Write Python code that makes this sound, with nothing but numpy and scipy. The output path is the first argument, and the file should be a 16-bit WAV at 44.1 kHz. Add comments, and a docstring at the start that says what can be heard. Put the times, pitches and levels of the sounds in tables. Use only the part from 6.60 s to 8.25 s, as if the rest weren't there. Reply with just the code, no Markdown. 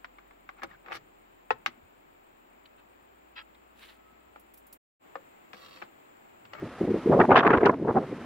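"""A dull flutter of wind on a small stereo microphone, opening into a rough, tearing rumble.
The faster the air, the brighter it sounds. Large eddies (swirls of air) land as hollow thumps,
and the fastest air spits as it tears off the microphone's openings, called ports.
Behind it long grass hisses faintly, and a few small ticks come with the strongest gusts."""
import sys
import numpy as np
from scipy import signal
from scipy.fft import rfft, irfft
from scipy.io import wavfile
from scipy.ndimage import minimum_filter1d

SR = 44100
rng = np.random.default_rng(int(sys.argv[2]) if len(sys.argv) > 2 else 0)


def file_out(sig):
    """Save sig as 16-bit WAV at sys.argv[1]."""
    # one column per channel
    cols = np.atleast_2d(sig).T
    # limit, then scale
    lim = np.clip(cols, -1, 1)
    pcm = np.round(lim * 32767).astype(np.int16)
    wavfile.write(sys.argv[1], SR, pcm)


N = 72765
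TIME, HZ = np.arange(N) / SR, np.fft.rfftfreq(N, 1 / SR)


def amp(db):
    """Turns decibels into a gain to multiply by."""
    return 10 ** (np.asarray(db) / 20)

def normalise(x):
    """Scales to an average strength (rms) of 1."""
    return x / np.sqrt(np.mean(x ** 2) + 1e-20)

def colour(points):
    """Gain at every frequency, from (Hz, dB) points."""
    hz, db = np.transpose(points)
    return amp(np.interp(np.log(HZ + 1), np.log(hz + 1), db))

def follow(table):
    """Joins timed rows with straight lines, one curve per value column."""
    times, *columns = np.transpose(table)
    return [np.interp(TIME, times, column) for column in columns]

def smooth(x, rate_hz):
    """Fades out motion faster than a rate."""
    return irfft(rfft(x) * np.exp(-.5 * (HZ / rate_hz) ** 2), N)

def wander(rate_hz):
    """Random drift up to about a rate, with strength 1."""
    return normalise(smooth(rng.standard_normal(N), rate_hz))

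def swell(centre, length):
    """A brief rise and fall, half as high at the ends of its length."""
    return .5 ** ((2 * (TIME - centre) / length) ** 2)

def stereo(pair, tone, width):
    """Colours two noises: mid is what both ears share, side is how they differ."""
    mid, side = rfft(pair) * colour(tone)
    side = side * colour(width)
    return irfft(np.array([mid + side, mid - side]), N)


# Tone of the grass. Each row: frequency in Hz, relative level in dB.
GRASS_COLOUR = [(25, -25), (60, -2.5), (250, 3), (600, 1), (1300, -2), (2000, -7), (3200, -16),
                (5000, -24.5), (7500, -32), (12300, -36.5), (13200, -47), (15000, -42)]
# Stereo width of the grass. Each row: frequency in Hz, side minus mid in dB.
GRASS_WIDTH = [(100, -43), (1200, -32), (2200, -14.5), (4000, -4), (8000, 2.5), (12000, 4.5), (14000, 3)]
# Rise and fall of the hiss. Each row: time in seconds, level in dB.
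GRASS_LOUDNESS = [(0, -46), (.3, -43.5), (.6, -42), (.72, -44), (.82, -47.5), (1.05, -47), (1.2, -51.5),
                  (1.33, -48), (1.48, -46), (1.65, -45)]

def grass(shimmer_db=0.92, shimmer_hz=40):
    """Countless blades brush together and merge into a soft, shimmering hiss."""
    hiss = normalise(stereo(rng.standard_normal((2, N)), GRASS_COLOUR, GRASS_WIDTH))
    level_db, = follow(GRASS_LOUDNESS)
    return hiss * amp(level_db + shimmer_db * wander(shimmer_hz))


# Tone shared by all ticks. Each row: frequency in Hz, relative level in dB.
TICK_TONE = [(200, -32.5), (1500, -1.5), (10000, -10), (14000, -9.5)]
# Small ticks. Each row: start in seconds, level in dB, length in seconds,
# cutoff in Hz (the sound fades above it).
TICK_BURSTS = [(.839, -47.5, .0005, 10900), (0.87, -38, 0.0033, 2300), (0.904, -47.5, .0006, 6500),
               (.967, -59, .0006, 7000), (0.9749, -28, 0.0011, 3200), (.999, -61.5, .0005, 8000),
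               (1.056, -24.5, .005, 3650), (1.063, -37.5, 0.0088, 3300), (1.085, -45, 0.00047, 7400),
               (1.101, -56, 0.0004, 7960), (1.1165, -46, 0.00037, 7000), (1.369, -47.5, 0.0004, 8000)]

def ticks(steepness=7.3):
    """Short dry crackles of noise: the long ones rasp, the fine ones are bright."""
    out = np.zeros((2, N))
    for start, level_db, length, cutoff_hz in TICK_BURSTS:
        age = np.maximum(TIME - start, 0) / length
        envelope = amp(level_db) * 2 * age * np.exp(-age ** 2)
        burst = envelope * rng.standard_normal((2, N))
        tone = normalise(colour(TICK_TONE) / np.sqrt(1 + (HZ / cutoff_hz) ** steepness))
        out += irfft(rfft(burst) * tone, N)
    return out


# How the two ports differ, in spits and buffeting. Each row: frequency in Hz, side minus mid in dB.
PORT_WIDTH = [(60, -43.5), (140, -51), (210, -36.5), (320, -24), (490, -19.5), (740, -14), (1130, -10.5),
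              (1710, -6.5), (2600, -2), (6000, 5)]
# Tone of tearing air. Each row: frequency in Hz, relative level in dB.
SPIT_TONE = [(300, -41), (900, -3.5), (1700, 6.5), (2500, -4), (3000, -16.5), (3600, -26.5), (5000, -38),
             (12000, -65)]
# Spits of air. Each row: time of the peak in seconds, level in dB, length in seconds.
AIR_SPITS = [(0.603, -16.5, 0.003), (0.6168, -20, 0.0052), (.653, -38, 0.001), (0.709, -24, 0.0038),
             (0.717, -17, 0.0019), (.761, -7, 0.001), (0.771, -24.5, 0.0057), (0.776, -19.5, 0.0054),
             (0.782, -16.5, 0.0023), (0.831, -36, 0.0019), (0.85, -34.5, 0.0034), (0.868, -19, 0.002),
             (0.8767, -16, 0.0012), (0.908, -25.5, 0.0036), (0.9085, -24, 0.0042), (0.934, -26.5, 0.0014),
             (0.9381, -23, 0.0034), (0.97, -32.5, 0.0019), (0.983, -25, 0.0019), (1.013, -33.5, 0.0015),
             (1.034, -28, 0.0027), (1.039, -28, 0.0016), (1.0534, -23.5, 0.0027), (1.143, -40, 0.0021)]

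def spits(steady_hz=120):
    """Fast air tears off the port edges in sharp, separate spits."""
    envelope = sum(amp(level_db) * swell(centre, length) for centre, level_db, length in AIR_SPITS)
    tearing = stereo(rng.standard_normal((2, N)), SPIT_TONE, PORT_WIDTH)
    power = smooth((tearing ** 2).mean(0), steady_hz)
    return envelope * tearing / np.sqrt(abs(power) + 1e-12)  # evens out the noise's own swells


# Hollow thumps. Each row: time of the peak in seconds, level in dB, pitch in Hz, length in seconds.
EDDY_THUMPS = [(.215, -16, 370, 0.0052), (0.3077, -16, 401, 0.0049), (0.318, -17, 364, 0.0043),
               (.344, -18.5, 394, 0.0045), (.463, -15, 355, 0.0064), (0.478, -17, 433, 0.0085),
               (0.4946, -14.5, 330, 0.0067), (.507, -10.5, 379, 0.016), (.53, -22, 150, 0.025),
               (0.546, -19.5, 384, 0.0061), (.5776, -29, 403, 0.0032), (0.588, -30.5, 146, 0.031),
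               (0.5943, -12, 760, 0.0028), (0.602, -14.5, 202, 0.0081), (.607, -12.5, 379, 0.0017),
               (.693, -10, 451, 0.0026), (.694, -16, 793, 0.0038), (0.7087, -6.5, 780, 0.0023),
               (0.7092, -14, 393, 0.018), (0.72, -14, 813, 0.0077), (0.7316, -23, 384, 0.0046),
               (0.7597, -1.5, 1083, 0.0037), (0.776, -8.5, 700, 0.0058), (0.86, -12.5, 423, 0.0066),
               (0.883, -9, 850, 0.0016), (0.916, -15, 407, 0.011), (0.979, -27, 80, 0.015),
               (.986, -16, 412, 0.0045), (1.034, -10.5, 392, 0.0058), (1.0583, -10.5, 426, 0.0054),
               (1.0661, -13.5, 374, 0.0073), (1.097, -16.5, 1005, 0.0088), (1.1048, -23, 404, 0.004),
               (1.2256, -16.5, 375, 0.0039), (1.361, -21.5, 383, 0.012), (1.3725, -16.5, 771, 0.014),
               (1.529, -22, 407, 0.0048)]

def thumps(spread_hz=2200):
    """Large eddies hit the ports, which ring briefly; higher rings differ more from left to right."""
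    out = np.zeros((2, N))
    left_right = np.array([[1], [-1]])
    for centre, level_db, hz, length in EDDY_THUMPS:
        shared, skew = rng.uniform(-1.125, 1, 2)
        phase = np.pi * (shared + left_right * skew * (hz / spread_hz) ** 2)
        ring = np.sin(2 * np.pi * hz * (TIME - centre) + phase)
        out += amp(level_db) * swell(centre, length) * ring
    return out


def eddies(cutoff_hz, bands=30, hollow_db=3, hollow_hz=22):
    """Swirling air under a moving cutoff; each band swells by itself, giving passing hollow tones."""
    spectrum = rfft(rng.standard_normal((2, N)))
    centres_hz = np.geomspace(50, 10000, bands)
    out = np.zeros((2, N))
    for centre_hz, this_band in zip(centres_hz, np.eye(bands)):
        band_shape = np.interp(np.log(HZ + 1), np.log(centres_hz), this_band)
        band = irfft(spectrum * band_shape, N) * amp(hollow_db * wander(hollow_hz))
        ratio = centre_hz / cutoff_hz
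        treble_cut = 1 + ratio ** 6.79  # eddies die out above the cutoff
        steep_cut = 1 + (ratio / 2.3) ** 8  # and faster still further up
        bass_cut = 1 + (0.12 / ratio) ** 2  # fast air makes few large eddies
        out += band / np.sqrt(treble_cut * steep_cut * bass_cut)
    return out


# Tone the ports give the wind. Each row: frequency in Hz, gain in dB.
PORT_COLOUR = [(20, -34.5), (40, -13.5), (70, -14.5), (120, -3.5), (230, 1.5), (330, 2), (450, 1),
               (560, -1.5), (760, -1.5), (1200, 0), (2200, -2), (3500, 2.5), (7000, 3.5), (14000, -8.5)]
# Gusts. Each row: time in seconds, relative level in dB, cutoff in Hz (higher in faster air).
AIR_FLOW = [(0, -45, 289), (.014, -52.5, 330), (.025, -32.5, 340), (.052, -33.5, 360), (.09, -49, 303),
            (.195, -65.5, 290), (.21, -25.5, 372), (.23, -30.5, 440), (.25, -24.5, 387), (.266, -43, 335),
            (.278, -26, 420), (.312, -26.5, 393), (.33, -37, 400), (.345, -27, 450), (.375, -31.5, 433),
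            (.4, -40.5, 421), (.42, -48, 380), (.45, -37.5, 390), (.462, -31.5, 400), (.473, -23.5, 430),
            (.481, -36, 513), (.488, -30.5, 435), (.497, -15.5, 421), (.51, -22, 509), (.525, -20.5, 722),
            (.545, -20.5, 750), (.565, -24, 560), (.58, -21.5, 652), (.588, -23, 665), (.595, -23.5, 902),
            (.607, -16.5, 1070), (.62, -23.5, 1130), (.635, -28, 934), (.654, -25, 870), (.662, -39, 518),
            (.675, -36.5, 452), (.685, -26.5, 556), (.692, -22.5, 792), (.7, -27.5, 956),
            (.718, -18.5, 1074), (.738, -22.5, 1000), (.751, -24, 1100), (.76, -18.5, 1524),
            (.778, -22, 1680), (.802, -27.5, 1636), (.812, -28, 1400), (.822, -36.5, 1180),
            (.832, -26, 1330), (.842, -28.5, 1090), (.855, -24, 1260), (.863, -25, 1100),
            (.872, -19.5, 1400), (.888, -30.5, 1050), (.907, -22, 1220), (.925, -33.5, 1220),
            (.94, -19, 1253), (.965, -29, 1000), (.983, -28, 1087), (.998, -38.5, 763),
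            (1.013, -28.5, 1100), (1.023, -29, 757), (1.035, -23, 934), (1.047, -30, 1015),
            (1.068, -20, 1278), (1.084, -29, 850), (1.098, -20.5, 918), (1.118, -36.5, 704),
            (1.142, -32, 840), (1.16, -38, 369), (1.215, -33.5, 453), (1.226, -29.5, 462),
            (1.242, -36.5, 415), (1.249, -27, 560), (1.268, -34, 508), (1.283, -27, 904),
            (1.305, -24.5, 758), (1.335, -42.5, 620), (1.36, -24.5, 690), (1.372, -25, 848),
            (1.388, -26.5, 761), (1.402, -34, 554), (1.44, -37.5, 680), (1.468, -42, 323),
            (1.518, -38, 430), (1.53, -33, 420), (1.542, -40.5, 330), (1.65, -46, 400)]

def buffeting(boost_db=3.5, flutter_hz=175, flutter_db=2, flutter_octaves=0.06, steady_hz=30.5):
    """Gusts beat on the ports: faster air is brighter and stronger."""
    level_db, cutoff_hz = follow(AIR_FLOW)
    flutter = wander(flutter_hz)  # single eddies shake both the cutoff and the level
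    pressure = eddies(cutoff_hz * 2 ** (flutter_octaves * flutter)) * amp(flutter_db * flutter)
    power = smooth(pressure ** 2, steady_hz)
    steady = pressure / np.sqrt(abs(power) + 1e-12)  # leaves slow swells to the gusts alone
    gust_gain = np.sqrt(cutoff_hz / cutoff_hz.mean()) * amp(boost_db + level_db)
    return stereo(steady * gust_gain, PORT_COLOUR, PORT_WIDTH)


def scene():
    """Buffeting with its thumps and spits in front, grass and ticks behind."""
    return buffeting() + thumps() + spits() + grass() + ticks()

def record(dry, ceiling_db=-2.5, hold_s=.005, speed_hz=130, top_hz=15000):
    """A quick limiter turns down the loudest peaks, then a filter removes the highest treble."""
    safe_gain = np.minimum(amp(ceiling_db) / (abs(dry).max(0) + 1e-9), 1)
    held_gain = minimum_filter1d(safe_gain, int(hold_s * SR) + 1)
    limited = dry * smooth(held_gain, speed_hz)
    lowpass = signal.firwin(511, top_hz, window=("kaiser", 9), fs=SR)
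    return signal.oaconvolve(limited, lowpass[None], "same")


dry = scene()
out = record(dry)
file_out(out)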